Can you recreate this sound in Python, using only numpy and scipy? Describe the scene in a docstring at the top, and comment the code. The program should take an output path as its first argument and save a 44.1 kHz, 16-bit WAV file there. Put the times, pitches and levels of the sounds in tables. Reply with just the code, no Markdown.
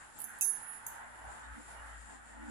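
"""Wire ring puzzle, close up

A quiet room, two hands turning linked steel wire rings close to a microphone pair, nearer the right one.
The wires scrape as noisy slips and clink as damped clusters of modes; one ring drops, swings and sings
as a swelling sine until the fingers catch it with a last clink. Soft tones sound as links pull taut.
Behind lie a patchy wash of soft mid-band noise, a low hum and drone of drifting sines, and thin hiss."""
import sys
import numpy as np
from scipy import signal
from scipy.fft import rfft, irfft
from scipy.io import wavfile
from scipy.ndimage import uniform_filter1d

SR = 44100
rng = np.random.default_rng(int(sys.argv[2]) if len(sys.argv) > 2 else 0)


def generate_wav(signal):
    """Clip the signal to [-1, 1] and save it as 16-bit WAV at the path in sys.argv[1]."""
    frames = np.transpose(np.atleast_2d(signal))
    scaled = np.clip(frames, -1, 1) * 32767
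    pcm = np.round(scaled).astype(np.int16)
    wavfile.write(sys.argv[1], SR, pcm)


N = 110250  # samples, 2.5 s
LEFT_LAG_S = 60 / 44100  # extra travel time to the left microphone
SILENT_DB = -200


def amp(db):
    """Decibels to gain."""
    return 10 ** (np.asarray(db) / 20)


def unit(x):
    """Scales to rms 1."""
    return x / np.sqrt(np.mean(abs(x) ** 2) + 1e-20)


def read(points, hz):
    """A spectrum's value at hz, interpolated along log frequency."""
    f, value = np.transpose(points)
    return np.interp(np.log(hz + 1), np.log(f), value)


def level(points, outside=None):
    """Gain over time from rows of (t/s, level/dB); outside is the level before and after them."""
    s, db = np.transpose(points)
    return amp(np.interp(np.arange(N) / SR, s, db, outside, outside))


def add(mix, s, sound):
    """Mixes a sound in at time s."""
    part = mix[round(s * SR):][:len(sound)]
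    part += sound[:len(part)]


def colour(x, points):
    """Filters causally (minimum phase) to the given spectrum in dB."""
    log_gain = np.log(amp(read(points, abs(np.fft.fftfreq(4096, 1 / SR)))))
    taps = np.fft.ifft(np.exp(np.conj(signal.hilbert(log_gain)))).real[:2048]
    return signal.oaconvolve(x, taps)[:len(x)]


def drift(hz):
    """Slow random motion of rms 1: noise kept below about hz."""
    f = np.fft.rfftfreq(N, 1 / SR)
    return unit(irfft(rfft(rng.standard_normal(N)) * np.exp(-(f / hz) ** 2), N))


def late(x):
    """Delays sound by the extra travel time to the left microphone."""
    return np.pad(x, (round(LEFT_LAG_S * SR), 0))[:N]


PATCHY_DB = 1.9  # rms depth of the patches
WASH_SHARED = 0.18  # gain of the right wash added into the left


def wash(shape, curve, db):
    """Soft noise that swells and sinks in patches of time and frequency."""
    hz = np.fft.rfftfreq(2048, 1 / SR)
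    real, imag, patches = rng.standard_normal((3, 2, len(hz), N // 512 + 4))
    patches = uniform_filter1d(patches.sum(0), size=7, axis=0)
    patches = unit(uniform_filter1d(patches, size=7, axis=1))
    spectrum = (real + 1j * imag) * amp(read(shape, hz)[:, None] + PATCHY_DB * patches)
    left, right = signal.istft(spectrum, nperseg=2048, noverlap=1536)[1][:, :N]
    pair = np.array([unit(left + WASH_SHARED * late(right)), unit(right)])
    return amp(db) * pair * level(curve)


# spectra of the two wash bands: f/Hz, relative level/dB
LOW_WASH_SPECTRUM = [(25, -19), (100, -0.5), (160, -16.5), (420, -12.5), (600, -4.5), (780, 2), (880, 5),
                     (980, 1), (1150, -3.5), (1400, -26), (4000, -54)]
HIGH_WASH_SPECTRUM = [(700, -39.5), (1050, -6), (1450, 2.5), (1900, 0.5), (2130, -10.5), (3500, -20),
                      (6000, -58), (16000, -75)]
# swell of the wash: t/s, low band relative level/dB, high band relative level/dB
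WASH_SWELL = [(0.0, -66, -60.5), (0.02, -63, -57.5), (0.14, -66, -64.5), (0.26, -59, -60),
              (0.28, -68, -56.5), (0.33, -58, -55.5), (0.47, -64, -60), (0.65, -58.5, -56.5),
              (0.67, -64.5, -54.5), (0.86, -58.5, -58), (1.02, -56.5, -53), (1.12, -61.5, -58.5),
              (1.27, -53, -56), (1.56, -64.5, -55), (1.61, -58, -60), (1.66, -68.5, -60),
              (1.69, -56, -56.5), (1.94, -59.5, -55), (2.01, -67.5, -60.5), (2.13, -58.5, -59),
              (2.19, -65, -60), (2.5, -56.5, -57)]
LOW_WASH_DB, HIGH_WASH_DB, HIGH_WASH_LEFT_DB = 2.5, 3.5, -1  # gains on the swell, and left minus right


def background_wash():
    """Soft mid-band noise in two bands, each with its own swell."""
    s, low_db, high_db = np.transpose(WASH_SWELL)
    low = wash(LOW_WASH_SPECTRUM, np.c_[s, low_db], LOW_WASH_DB)
    high = wash(HIGH_WASH_SPECTRUM, np.c_[s, high_db], HIGH_WASH_DB)
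    return low + high * amp([[HIGH_WASH_LEFT_DB], [0]])


# hiss spectrum of each microphone: f/Hz, relative level/dB
HISS_LEFT = [(100, -1.5), (6300, -16), (6800, -6), (7300, 3.5), (7850, -9), (8600, -1), (9400, -17),
             (11000, -38), (13000, -35), (15200, -39), (16200, -70)]
HISS_RIGHT = [(100, -1.5), (6600, -16.5), (7300, -12), (7900, -14), (8800, -19.5), (9700, -3), (10500, -1),
              (11500, -21), (13000, -33), (15200, -36), (16200, -71)]
# middle level of the hiss about which it wavers: left level/dB, right level/dB
HISS_DB = (-59.5, -60.5)
HISS_WAVER_DB, HISS_WAVER_HZ = 2.82, 7.3


def hiss():
    """Thin, slightly wavering noise, coloured by each microphone's own resonances."""
    sides = []
    for db, shape in zip(HISS_DB, (HISS_LEFT, HISS_RIGHT)):
        waver = amp(db + HISS_WAVER_DB * drift(HISS_WAVER_HZ))
        sides.append(waver * unit(colour(rng.standard_normal(N), shape)))
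    return np.array(sides)


HUM_WAVER = 0.2  # rms share of the strength


def wavering_tones(tones, curve):
    """Sines whose pitch and strength drift at random, the wider ones faster."""
    out = np.zeros((2, N))
    for hz, width_hz, db, pan_db in tones:
        turns = np.cumsum(hz + width_hz / 2 * drift(width_hz)) / SR
        sine = np.sqrt(2) * amp(db) * np.sin(2 * np.pi * turns)
        tone = sine * (1 + HUM_WAVER * drift(2 * width_hz)) * level(curve)
        out += [amp(pan_db / 2) * late(tone), amp(-pan_db / 2) * tone]
    return out


# tones of the low hum, the drone above it and a faint whine:
# f/Hz, width/Hz, level over the curve/dB, left minus right/dB
HUM = [(58.2, 3.4, 0.019, 5.2)]
DRONE = [(232.8, 15.8, 7.95, -3.5), (297.2, 31, 8.5, 1)]
WHINE = [(878, 20, -6.5, -2)]
# curves of hum and drone: t/s, relative level/dB
HUM_LEVEL = [(0, -70), (.1, -72), (.37, -101), (.7, -78), (.85, -70), (1.2, -67.5), (1.28, -54),
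             (1.38, -67), (1.46, -59), (1.53, -49.5), (1.58, -68), (1.72, -60), (1.97, -53), (2.18, -60.5),
             (2.26, -67.5), (2.34, -60.5), (2.5, -57)]
DRONE_LEVEL = [(0, -89.5), (.24, -75), (.34, -79), (1.0, -83), (1.08, -78), (1.16, -81.5), (1.53, -77),
               (1.585, -62.5), (1.66, -82.5), (2.06, -80), (2.15, -69), (2.22, -82), (2.33, -74),
               (2.41, -63), (2.5, -55.5)]


def hum_drone_whine():
    """Wavering low tones, and a whine that follows the low wash's swell."""
    s, low_db, _ = np.transpose(WASH_SWELL)
    low_tones = wavering_tones(HUM, HUM_LEVEL) + wavering_tones(DRONE, DRONE_LEVEL)
    return low_tones + wavering_tones(WHINE, np.c_[s, low_db])


# faint tones as the links are pulled taut: t/s, length/s, f/Hz, peak level before the room/dB
PINGS = [(1.36, 0.045, 2900, -76), (1.42, 0.056, 3750, -70.5), (1.76, 0.061, 2873, -66)]


def pings():
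    """Short sines that swell and fade under half a sine arch."""
    out = np.zeros(N)
    for s, length, hz, db in PINGS:
        t = np.arange(0, length, 1 / SR)
        add(out, s, amp(db) * np.sin(np.pi * t / length) * np.sin(2 * np.pi * hz * t))
    return out


# decay of the room's tail: f/Hz, t60/s
ROOM = [(2000, 0.26), (6500, 0.35), (10000, 0.56), (12600, 0.22), (15000, 0.26)]
EARLY_S, EARLY_PER_S = 0.0055, 4000  # decay time constant and mean rate of quick reflections


def room(x, tail_db):
    """Direct sound, quick reflections from hands and desk, and a short tail."""
    t = np.arange(SR // 2) / SR
    hz, when, noise = signal.stft(rng.standard_normal(len(t)), SR, nperseg=256)
    decay = amp(-60 * when / read(ROOM, hz)[:, None])
    tail = signal.istft(noise * decay, SR)[1][:len(t)]
    tail = tail * np.minimum(t / 0.003, 1)  # fades in over 3 ms
    hits = rng.random(len(t)) < EARLY_PER_S / SR
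    early = rng.standard_normal(len(t)) * hits * np.exp(-t / EARLY_S)
    echo = amp(tail_db) * tail / np.linalg.norm(tail) + early / np.linalg.norm(early)
    return x + signal.fftconvolve(x, echo)[:N]


CONTACT_S = 0.00033  # rise time constant


def contact_rise(t):
    """Soft start while the metal surfaces meet."""
    return 1 - np.exp(-(t / CONTACT_S) ** 2)


def ringing(modes, t, count=5):
    """Each mode is a cluster of close partials that beat, placed and phased at random each call."""
    out = np.zeros(len(t))
    for hz, db, t60, spread_hz in modes:
        place, phase = rng.random((2, count, 1))
        partials = hz + spread_hz * (2 * (np.arange(count)[:, None] + place) / count - 1)
        cluster = np.sin(2 * np.pi * (partials * t + phase)).sum(0)
        out += amp(db - 60 * t / t60) * cluster
    return out / np.sqrt(count)


# modes of the bent wires, before finger damping, for scrape and clinks alike:
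# f/Hz, relative level/dB, t60/s, spread of partials to each side/Hz
WIRE = [(6320, -17.5, 0.16, 108), (6600, -26.5, 0.17, 92), (7380, -26.5, 0.3, 97), (8400, -36, .3, 480),
        (9700, -40, 0.14, 250), (10455, -6.5, 0.22, 46), (10800, -21, 0.13, 300), (11300, -28, 0.073, 350),
        (12650, -13.5, 0.21, 90), (12700, -29, .12, 300), (14440, -20, 0.16, 200), (15200, -39, .07, 200)]
# wires sliding over each other: t/s, level of the direct slips/dB
SLIDE = [(.183, -71), (.188, -46), (.2, -43.5), (.215, -42), (.228, -48), (.238, -50), (.25, -78)]
# colour of the slips: f/Hz, relative level/dB
SCRAPE = [(2000, -15.5), (6000, -27), (8200, -15), (10200, 11.5), (11400, 6), (12000, 3), (12600, -11),
          (13600, -5), (14500, -2), (16500, -30)]
SLIPS_PER_S, SLIP_SPREAD_DB = 740, 8
SLIP_RING_DB, SLIP_DAMP_S = -13, 0.03  # ring against slips; t60 of the added damping


def scrape():
    """Tiny irregular slips of wire along wire, each setting the damped wires ringing."""
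    slips = rng.random(N) < SLIPS_PER_S / SR
    slips = slips * amp(SLIP_SPREAD_DB * np.clip(rng.standard_normal(N), -2, 2))
    slips = colour(slips * rng.choice([-1, 1], N), SCRAPE)
    t = np.arange(SR // 10) / SR
    wire = ringing(WIRE, t) * amp(-60 * t / SLIP_DAMP_S) * contact_rise(t)
    ring = signal.fftconvolve(slips, wire)[:N]
    return (unit(slips) + amp(SLIP_RING_DB) * unit(ring)) * level(SLIDE, SILENT_DB)


# wire on wire: t/s, relative level/dB, extra level of low modes/dB, t60 of finger damping/s,
# extra level of top modes/dB, extra level of contact crack/dB
CLINKS = [(0.1876, -17, -3, 0.063, 4, -10), (.2022, -30, -21, .08, 14, -7), (.2091, -23, -30, .04, -8, -1),
          (.2148, -27.5, -23, .02, 0, 5), (.2410, -5.5, -1.5, 0.046, 5, -8),
          (.2921, -20, -14, 0.049, -9, -5), (0.3868, -19.5, -14, .029, 0, -6), (0.4101, -2, 10, 0.15, 3, 7),
          (0.4176, -0.5, 4.5, .1, 6, -3), (.4247, -10.5, 8, .1, 3, 2), (0.4276, -15, -5, .04, -2, 2),
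          (.8654, -10.5, 4, 0.02, 12, 7), (0.867, -11, -10, 0.23, 3, -8)]
# colour of the contact crack: f/Hz, relative level/dB
CRACK = [(1000, -28), (5750, -37.5), (6300, -1), (7300, -2.5), (8200, -8), (10300, 0), (12600, -1.5),
         (13500, -17), (14400, 1), (15500, -13), (16500, -16)]
LOW_EDGE_HZ, TOP_EDGE_HZ = 9000, 12000  # low modes lie below, top modes above
WIRE_DB, CRACK_DB, CRACK_S = -18, -18.5, 0.0012  # base gains; crack decay time constant


def clinks():
    """Each contact cracks and rings the linked wires, nearly alike in pitch, which the fingers damp."""
    out = np.zeros(N)
    t = np.arange(SR // 4) / SR
    for s, db, low_db, damp_s, top_db, crack_db in CLINKS:
        modes = []
        for hz, mode_db, t60, spread_hz in WIRE:
            extra_db = low_db * (hz < LOW_EDGE_HZ) + top_db * (hz > TOP_EDGE_HZ)
            modes.append((hz, mode_db + extra_db, t60, spread_hz))
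        ring = ringing(modes, t) * amp(-60 * t / damp_s) * contact_rise(t)
        crack = colour(rng.standard_normal(len(t)) * np.exp(-t / CRACK_S), CRACK)
        add(out, s, amp(db) * (amp(WIRE_DB) * ring + amp(CRACK_DB + crack_db) * crack))
    return out


# hanging ring's note, swelling and fading as it swings: t/s, relative level/dB, left minus right/dB
SWING = [(.411, -26, -15), (.44, -26, -15), (.475, -23, -20), (.505, -25, -9), (.527, -33.5, -10),
         (.555, -32, -22), (.6, -50, -6), (.632, -40, -15), (.662, -47, -11), (.69, -38, -10),
         (.775, -44, -22), (.81, -57, -18), (.86, -58, -18)]
# lower modes of the dropped ring: f/Hz, relative level/dB, t60/s
FREE = [(2460, -52, .11), (2560, -50, .08), (2624, -32, 0.076), (3640, -63.5, 0.37), (5140, -53, .2),
        (5114, -53, 0.34), (5290, -61, .12)]
SWING_HZ, SWING_DB = 10430, -3  # the note and its gain on the swing levels
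FREE_RISE_S, FREE_LEFT_DB = 0.0031, -5.5  # rise time constant; left minus right


def swinging_ring():
    """The dropped ring's low modes knock and die; its high note, as it turns, beams at each microphone."""
    s, db, pan_db = np.transpose(SWING)
    t = np.maximum(np.arange(N) / SR - s[0], 0)
    swell = level(np.c_[s, db + SWING_DB], SILENT_DB)
    note = np.sqrt(2) * np.sin(2 * np.pi * SWING_HZ * t) * swell * contact_rise(t)
    knock = sum(amp(mode_db - 60 * t / t60) * np.sin(2 * np.pi * hz * t) for hz, mode_db, t60 in FREE)
    knock = knock * (1 - np.exp(-t / FREE_RISE_S))
    left = late(note * level(np.c_[s, pan_db]) + amp(FREE_LEFT_DB) * knock)
    return np.array([left, note + knock])


# colour of the puzzle at the farther, left microphone: f/Hz, left minus right/dB
LEFT = [(2600, -3.5), (5200, 4), (6400, -4), (7300, 2.5), (8500, 4), (10400, -17), (12600, -11.5),
        (14400, -6.5), (16000, -11)]
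ROOM_LEFT_DB, ROOM_RIGHT_DB = -1.5, -5  # tail levels


def puzzle():
    """Metal heard through the room, later and coloured on the left, with the swinging ring."""
    metal = clinks() + scrape() + pings()
    left = late(colour(room(metal, ROOM_LEFT_DB), LEFT))
    right = room(metal, ROOM_RIGHT_DB)
    return np.array([left, right]) + swinging_ring()


def scene():
    """The puzzle, nearer the right microphone, over the soft background."""
    return background_wash() + hiss() + hum_drone_whine() + puzzle()


EDGE_HZ = 16200


def record(dry):
    """The recorder's band limit, a steep low-pass."""
    taps = signal.firwin(255, EDGE_HZ, window=("kaiser", 9), fs=SR)
    return signal.oaconvolve(dry, taps[None], "same", axes=1)


dry = scene()
out = record(dry)
generate_wav(out)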